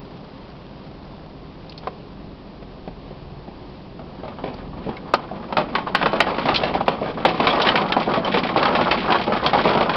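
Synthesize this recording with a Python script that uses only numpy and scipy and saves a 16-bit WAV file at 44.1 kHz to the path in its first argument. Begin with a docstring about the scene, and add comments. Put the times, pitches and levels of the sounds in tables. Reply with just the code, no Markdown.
"""A car creeps onto a suspension bridge decked with loose wooden planks, heard from inside. Engine drone and
cabin rumble run throughout; grit crunches on the approach and slowly fades. Near two seconds iron ticks, a
board knocks faintly and a stone or twig pops under a tyre; then more planks knock. From five seconds on the
tyres tip plank after plank: they slam on the beams, bounce and shake their bolts while the whole deck builds to
a clatter. The hardest blows overload a dull little microphone."""
import sys
import numpy as np
from scipy import signal
from scipy.fft import rfft, irfft, next_fast_len
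from scipy.io import wavfile
from scipy.ndimage import uniform_filter1d, map_coordinates

SR = 44100
rng = np.random.default_rng(int(sys.argv[2]) if len(sys.argv) > 2 else 0)


def wrap_up_sound(samples):
    """Save the sound to the file named by the first command line argument, as 16-bit audio."""
    columns = np.atleast_2d(samples).T
    # keep every value between -1 and 1, then stretch to whole-number steps
    tamed = np.clip(columns, -1, 1)
    steps = np.round(tamed * 32767).astype(np.int16)
    wavfile.write(sys.argv[1], SR, steps)


N = 439236

# engine speed and load: time_s, firing_hz, drone_db
ENGINE_MOVES = [(0, 45.5, -60), (.7, 44.7, -49), (1.15, 42.88, -50), (1.9, 46.08, -48.5), (2.4, 45.32, -47),
                (3.3, 39.96, -45.5), (3.9, 40.22, -53.5), (4.7, 42.07, -41.5), (5.15, 42.44, -55),
                (6.6, 45, -44), (7.6, 46, -53.5), (9.96, 45.7, -45)]
# partials of the drone: firing_multiple, level_db
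ENGINE_ORDERS = [(1, 3), (1.5, -3.5), (2, -2.5), (3, -5.5), (3.5, 0.5), (4.5, -3.5)]
# boom of the car body: frequency_hz, level_db
BOOM_COLOUR = [(15, -9.5), (25, -2.5), (45, -5), (65, 1.5), (82, -11), (115, -2.5), (150, 0.5), (208, 0),
               (238, -13), (270, -1.5), (340, -8), (400, -6.5), (600, -39)]
# rush of air and tyres: frequency_hz, level_db
RUSH_COLOUR = [(150, -22.5), (280, -0.5), (400, -5), (520, -0.5), (750, -3.5), (1100, -6.5), (1400, -16),
               (2100, -18), (2700, -17), (4000, -19.5), (5200, -20.5), (7000, -29)]
# crunch of one grain: frequency_hz, level_db
GRIT_COLOUR = [(300, -13), (750, 0.5), (1200, -3), (2200, -12.5), (4500, -12.5), (7000, -19)]
# loose ironwork clinking: start_s, level_db, pitch_hz, ringing_share (0-1)
IRON_HITS = [(1.695, -38, 4430, 0.08), (1.721, -40.5, 2820, 0), (1.777, -34.5, 4260, 0.03),
             (4.541, -42.5, 4480, 0), (4.967, -35.5, 2266, 0.6), (5.139, -24, 4250, 0.2),
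             (6.543, -16.5, 2580, 0.2), (6.559, -14.5, 3150, 0.4), (7.287, -25.5, 2700, 0.2),
             (7.504, -24, 3445, 1), (7.617, -17, 3200, 0.1), (7.686, -17, 3056, 0.85),
             (8.246, -25.5, 3200, 0.8), (9.461, -17, 3330, 0.5)]
# scrape of iron: pitch_multiple, level_db
SCRAPE_COLOUR = [(0.328, -18.5), (.8, -6), (1, 3), (2, -7.5)]
# a faint plank knock (1.833 s), a stone or twig popping under a tyre on the approach (1.871 s), then more
# planks knock and slam: # start_s, knock_db, pitch_hz, clack_db, rattle_db (relative to the blow)
TYRE_HITS = [(1.833, -39, 900, -50, -3.5), (1.871, -21.5, 740, -39, -19.5), (2.625, -37.5, 510, -54, -18.5),
             (2.876, -30.5, 554.5, -48, -11.5), (3.106, -36, 522, -61, -21.5), (3.477, -38, 570, -54, -7.5),
             (3.992, -36, 800, -50, -5.5), (4.233, -31.5, 770, -50, -.5), (4.279, -31.5, 741, -43.5, -7.5),
             (4.385, -33.5, 830, -50, -8.5), (4.438, -24, 629, -39, -3.5), (4.474, -34.5, 631, -44, .5),
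             (4.864, -27, 537, -48, -3.5), (4.89, -27.5, 555, -41.5, -7.5),
             (5.137, -9.5, 885, -23.5, -16.5), (5.312, -27.5, 735, -52, -9.5),
             (5.524, -22.5, 842, -33.5, -11.5), (5.568, -15.5, 905, -22, -9.5),
             (5.582, -14.5, 748, -29, -5.5), (5.751, -17, 1090, -21.5, -11.5),
             (5.782, -22, 881, -37, -13.5), (5.87, -22, 1010, -47, -13.5), (5.948, -14, 1070, -16.5, -11.5),
             (6.012, -21, 1070, -31, -9.5), (6.026, -17.5, 882, -23, -11.5),
             (6.058, -13.5, 940, -26, -10.5), (6.131, -17, 795, -32, -3.5),
             (6.203, -13.5, 1046, -13, -14.5), (6.276, -24, 862, -55, -7.5), (6.382, -21.5, 820, -29, -6.5),
             (6.455, -19.5, 689, -29, -2.5), (6.485, -17.5, 758, -22, -5.5), (6.634, -17.5, 725, -23, -2.5),
             (6.739, -25, 720, -31, -6.5), (6.75, -15.5, 668, -32.5, -14.5),
             (6.807, -17, 787, -39.5, -25.5), (6.88, -11, 693, -22, -9.5), (7.014, -22.5, 610, -61, -4.5),
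             (7.059, -28.5, 757, -39, 2.5), (7.25, -9.5, 763.5, -18, -10.5), (7.4, -15.5, 685, -24, -8.5),
             (7.444, -22.5, 763, -30, -6.5), (7.469, -13, 734, -16, -4.5), (7.599, -17, 1030, -27, -10.5),
             (7.669, -23, 727, -18.5, -8.5), (7.688, -21, 886, -22, -4.5), (7.755, -17, 948, -17.5, -11.5),
             (7.774, -21.5, 822, -22, -6.5), (7.921, -25.5, 763, -17.5, -19.5),
             (7.965, -13, 694, -32, -7.5), (8.074, -18.5, 643, -49, -6.5), (8.137, -18, 810, -27.5, -6.5),
             (8.172, -19.5, 646, -46, -3.5), (8.341, -17, 748, -23, -5.5), (8.371, -18, 754, -25.5, -12.5),
             (8.56, -13.5, 772, -30, -8.5), (8.575, -18, 806, -27, -12.5), (8.628, -18, 1007, -21.5, -11.5),
             (8.654, -17.5, 906, -22, -6.5), (8.75, -15.5, 784, -20.5, -5.5), (8.81, -16.5, 704, -25, -5.5),
             (8.911, -22.5, 785, -16, -9.5), (9.103, -21, 990, -27, -5.5), (9.121, -18.5, 823, -22, -2.5),
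             (9.277, -20, 742, -36.5, -1.5), (9.321, -19, 840, -30, -.5), (9.461, -19, 893, -23.5, -5.5),
             (9.532, -14.5, 800, -24.5, -3.5), (9.574, -19, 785, -37, -11.5), (9.653, -14, 713, -30, -1.5),
             (9.689, -21, 833, -24.5, -9.5), (9.751, -15, 680, -31, -14.5), (9.807, -19.5, 817, -27, -6.5),
             (9.894, -17.5, 1017, -25, -5.5)]
# hollow knock of a mid-sized plank: frequency_hz, level_db
KNOCK_COLOUR = [(150, -33), (330, -2), (500, 1), (780, 1), (1000, -11.5), (1300, 1), (1650, -16.5),
                (2500, -17.5), (6000, -30.5)]
# ring of a mid-sized plank: pitch_hz, level_db, t60_s
WOOD_MODES = [(380, -8.5, 0.055), (537.3, -9, 0.11), (664, -6.5, .06), (832.4, -3, 0.1), (947, 3, 0.042),
              (1151.4, -2, 0.063), (1357, -13.5, 0.017), (1694, -14, 0.047)]
# clack of wood on steel: frequency_hz, level_db
CLACK_COLOUR = [(700, -45.5), (1300, -1.5), (1800, -0.5), (2600, 1.5), (2900, -3), (3200, -1.5), (3600, -4),
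                (4400, -8), (5500, -13), (7000, -22.5)]
# ring of the bolts: pitch_hz, level_db, t60_s
BOLT_MODES = [(1890, -5, 0.2), (2263, 5, 0.038), (2550, -3.5, 0.056), (2840, -4.5, 0.047),
              (3045, -8.5, 0.24), (3120, -3.5, 0.18), (3290, -12.5, .11), (3486, -5, 0.079),
              (4520, -14.5, 0.053)]
# thud on a beam: frequency_hz, level_db
THUD_COLOUR = [(40, -37.5), (100, -13.5), (150, -3), (210, 2), (300, -6), (420, -9.5), (700, -16),
               (2000, -61)]
# how hard the tyres shake the deck: time_s, level_db
DECK_SHAKE = [(4.25, -46), (5.1, -40.5), (5.9, -34.5), (6.15, -28.5), (6.6, -27), (6.98, -33.5),
              (7.25, -27.5), (7.55, -23), (8.05, -27), (8.4, -22), (9.0, -23.5), (9.15, -23), (9.35, -25),
              (9.6, -21.5), (9.96, -22)]
# response of the dull microphone: frequency_hz, gain_db
MIC_RESPONSE = [(20, -0.5), (4700, -0.5), (5200, -4), (5600, -11.5), (6000, -20.5), (6400, -47.5),
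                (7000, -75)]

TIME, RING_TIME = np.arange(N) / SR, np.arange(SR // 8) / SR  # seconds: the scene, one hit
BLOW_DB, BOARD_HZ, RATTLE_DB = -20, 800, -8.5  # an ordinary slam on a mid-sized plank


def amp(db):
    """Decibels to gain."""
    return 10 ** (np.asarray(db) / 20)


def unit(x):
    """Scale to rms 1."""
    return x / np.sqrt(np.mean(x ** 2) + 1e-20)


def unit_attack(x):
    """Scale a hit so that its first 14 ms have rms 1."""
    return x / np.sqrt(np.mean(x[:round(.014 * SR)] ** 2) + 1e-20)


def curves(rows):
    """One automation curve for each column after the time."""
    times, *columns = np.transpose(rows)
    return [np.interp(TIME, times, column) for column in columns]


def wobble(rate):
    """A smooth random drift, rate knots a second."""
    knots = rng.standard_normal(int(N * rate / SR) + 4)
    return map_coordinates(knots, [TIME * rate])


def equalise(x, colour):
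    """EQ through (Hz, dB) points joined on a log axis."""
    size = next_fast_len(len(x) + 2048)
    hz, db = np.transpose(colour)
    gain = amp(np.interp(np.log(np.fft.rfftfreq(size, 1 / SR) + 1), np.log(hz), db))
    return irfft(rfft(x, size) * gain, size)[:len(x)]


def noise(colour, length=N):
    """Coloured noise of rms 1."""
    return unit(equalise(rng.standard_normal(length), colour))


def decay(t60):
    """The tail of a hit, falling 60 dB in t60 seconds."""
    return np.exp(-np.log(1000) * RING_TIME / np.maximum(t60, .004))


def burst(colour, t60):
    """A noise hit: crowded, fast-dying modes, too many to tell apart."""
    return unit_attack(noise(colour, len(RING_TIME)) * decay(t60))


def ring(modes, pitch, hold):
    """The tones of a struck piece in a fresh balance; pitch transposes them, hold stretches the tail."""
    hz, db, t60 = np.transpose(modes)[:, :, None]
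    strength, phase = rng.standard_normal((2, len(hz), 1))
    partials = amp(db + 4.9 * strength) * np.sin(2 * np.pi * (hz * pitch * RING_TIME + phase))
    return unit_attack(np.sum(partials * decay(t60 * hold), axis=0))


def placed(times, hits):
    """Lay the hits on the timeline."""
    at = np.round(times * SR).astype(int)[:, None] + np.arange(hits.shape[1])
    return np.bincount(at.ravel(), hits.ravel(), N)[:N]


def scatter(pieces, per_s, spread_db):
    """Loose pieces, each struck at its own random times, per_s hits a second in all; rms 1."""
    texture = np.zeros(N)
    for piece in pieces:
        gap, strength, polarity = rng.random((400, 3)).T
        times = np.cumsum(2 * gap) * len(pieces) / per_s
        gains = amp(spread_db * strength) * np.sign(polarity - .5)
        heard = times < N / SR
        texture += placed(times[heard], gains[heard, None] * piece)
    return unit(texture)


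def engine():
    """A slow, uneven firing drone; a belt-driven pulley whines faintly along with it."""
    firing_hz, drone_db = curves(ENGINE_MOVES)
    firings = np.cumsum(firing_hz * (1 + 0.035 * wobble(13))) / SR
    drone = sum(amp(db + 3.2 * wobble(12)) * np.sin(2 * np.pi * k * firings) for k, db in ENGINE_ORDERS)
    whine = np.sin(2 * np.pi * 9 * np.cumsum(firing_hz) / SR)
    return amp(drone_db) * drone + amp(-50.5 + 2 * wobble(5)) * whine


def cabin():
    """The body booms softly under a steady rush of air and tyre noise."""
    boom = amp(-42 + 0.64 * wobble(6)) * noise(BOOM_COLOUR)
    rush = amp(-44 + 0.82 * wobble(7.1)) * noise(RUSH_COLOUR)
    return boom + rush


def grit():
    """Grains crunch faintly under the tyres, fading as the dirt gives way to boards."""
    grains = [burst(GRIT_COLOUR, t60=0.022) for _ in range(16)]
    return amp(-50.5 - 2.5 * TIME) * scatter(grains, per_s=200, spread_db=13)


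def ironwork():
    """Washers and hanger rods scrape and clink; light touches only tick, hard ones ring."""
    clinks = []
    for _, level_db, hz, ringing in IRON_HITS:
        t60 = 0.071 + .0017 * (level_db - BLOW_DB)
        scrape = burst([(hz * k, db) for k, db in SCRAPE_COLOUR], 1.1 * t60)
        modes = [(hz, 0, t60), (hz * 1.06, -4, t60), (hz * 1.35, -9, t60 / 2), (hz * 1.8, -7, t60 / 2)]
        clink = np.sqrt(1 - ringing) * scrape + np.sqrt(ringing) * ring(modes, pitch=0.96, hold=1)
        clinks.append(amp(level_db) * unit_attack(clink * (1 - np.exp(-RING_TIME / 0.0013))))
    return placed(np.array(IRON_HITS)[:, 0], np.array(clinks))


def knock(hz, hold, padding_db):
    """The hollow voice of one board; short boards knock higher, a padded contact loses its overtones."""
    pitch = hz / 820
    body = burst([(f * pitch, db) for f, db in KNOCK_COLOUR], 0.064 * hold)
    tones = 1.05 * ring(WOOD_MODES, pitch, 0.82 * hold)
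    muffle = [(.5 * hz, -padding_db / 2), (.75 * hz, 0), (1.16 * hz, 0), (1.7 * hz, -padding_db)]
    wood = equalise(body + tones, muffle)
    return unit_attack(wood * (1 - np.exp(-RING_TIME / 0.0012)))  # the board takes a moment to seat


def clack(hz, hold):
    """Wood against a steel bolt; a higher hz tilts the sound brighter, like a harder contact."""
    tilt_db_per_octave = 13 * np.log2(hz / 2700)
    tilted = [(f, db + tilt_db_per_octave * np.log2(f / 2700)) for f, db in CLACK_COLOUR[1:]]
    snap = burst([CLACK_COLOUR[0]] + tilted, 0.058 * hold)
    tones = 0.23 * ring(BOLT_MODES, 1 + 0.0055 * rng.standard_normal(), hold)
    onset = 1 - np.exp(-(RING_TIME / .0012) ** 2)  # the bolt is met just after the beam
    return unit_attack((snap + tones) * onset)


def thud():
    """The low push of a blow on a beam, carried up through the wheels."""
    return unit_attack(burst(THUD_COLOUR, t60=0.17) * (1 - np.exp(-RING_TIME / 0.0002)))


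def rattle(board, level_db):
    """Small, uneven bounces ring the same board again as it settles."""
    bounces = rng.standard_normal(len(board)) * (rng.random(len(board)) < 450 / SR)
    bounces *= decay(t60=0.22) * np.clip(RING_TIME / 0.0097 - .5, 0, 1)
    bounces *= amp(level_db) / (np.linalg.norm(bounces) + 1e-9)
    return signal.fftconvolve(board, bounces)[:len(board)]


def pop_and_planks():
    """A faint knock, a stone or twig pop, then planks tip; each hit layers a knock, a clack, a rattle and a
    thud."""
    hits = []
    for _, knock_db, hz, clack_db, rattle_db in TYRE_HITS:
        loose_db = rattle_db - RATTLE_DB
        hold = np.clip(1.094 * np.exp(0.02 * loose_db), .5, 1.6)  # a well-seated board stops dead
        padding_db = np.clip(0.95 * (knock_db - clack_db - 12.5), 0, 12)  # weak clack: wood on wood
        wood = amp(knock_db) * knock(hz, hold, padding_db)
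        bolt_hz = 2700 * np.exp(0.039 * rng.standard_normal())
        strike = wood + amp(clack_db) * clack(bolt_hz, hold)
        # hard blows, loose planks and long, low planks all land with more weight
        thud_db = -31 + 0.68 * (knock_db - BLOW_DB) + .5 * loose_db - 14 * np.log2(hz / BOARD_HZ)
        hits.append(strike + rattle(strike, rattle_db) + amp(thud_db) * thud())
    return placed(np.array(TYRE_HITS)[:, 0], np.array(hits))


def jolt_db(settle_s=0.06, floor_db=-27.5):
    """The shaking jumps after each hit and settles in the gaps; hits under floor_db hardly stir it."""
    start_s, knock_db = np.transpose(TYRE_HITS)[:2]
    settling = np.exp(-np.arange(SR // 2) / SR / settle_s)
    energy = placed(start_s, amp(2 * knock_db)[:, None] * settling) + amp(2 * floor_db)
    swing_db = 10 * np.log10(energy / uniform_filter1d(energy, size=SR // 3))
    return 0.23 * np.clip(swing_db, -7, 7)


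def deck():
    """The tyres drum on the deck; that one shaking drives distant boards, fittings and beams."""
    shake_db, = curves(DECK_SHAKE)
    approach_db = np.clip(30 * (TIME - DECK_SHAKE[0][0]), -16, 0)  # swells as the loose boards near
    drive_db = shake_db + approach_db + jolt_db() + 25  # about 0 at full shake
    boards = [knock(770 * np.exp(0.1577 * z), hold=2.3, padding_db=0) for z in rng.standard_normal(24)]
    fittings = [clack(2750 * np.exp(0.073 * z), hold=1.82) for z in rng.standard_normal(20)]
    beams = [thud() for _ in range(10)]
    clatter = amp(-23.5 + 1.02 * drive_db) * scatter(boards, per_s=100, spread_db=14)
    chatter = amp(-33 + 1.24 * drive_db) * scatter(fittings, per_s=70, spread_db=14.5)
    rumble = amp(-29 + 0.49 * drive_db) * scatter(beams, per_s=170, spread_db=6.5)
    return clatter + chatter + rumble


def scene():
    """The mono mix inside the car."""
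    return (grit() + pop_and_planks() + ironwork() + deck() + engine() + cabin())[None]


def record(dry):
    """A dull microphone rounds off strong peaks, its input clips on the hardest, and the top is cut."""
    rounded = dry[0] / (1 + np.abs(dry[0] / 1.3) ** 3) ** (1 / 3)
    clipped = np.clip(equalise(rounded, MIC_RESPONSE), -.71, .71)
    passband = np.fft.rfftfreq(N, 1 / SR) < 15800
    return irfft(rfft(clipped) * passband, N)[None]


dry = scene()
out = record(dry)
wrap_up_sound(out)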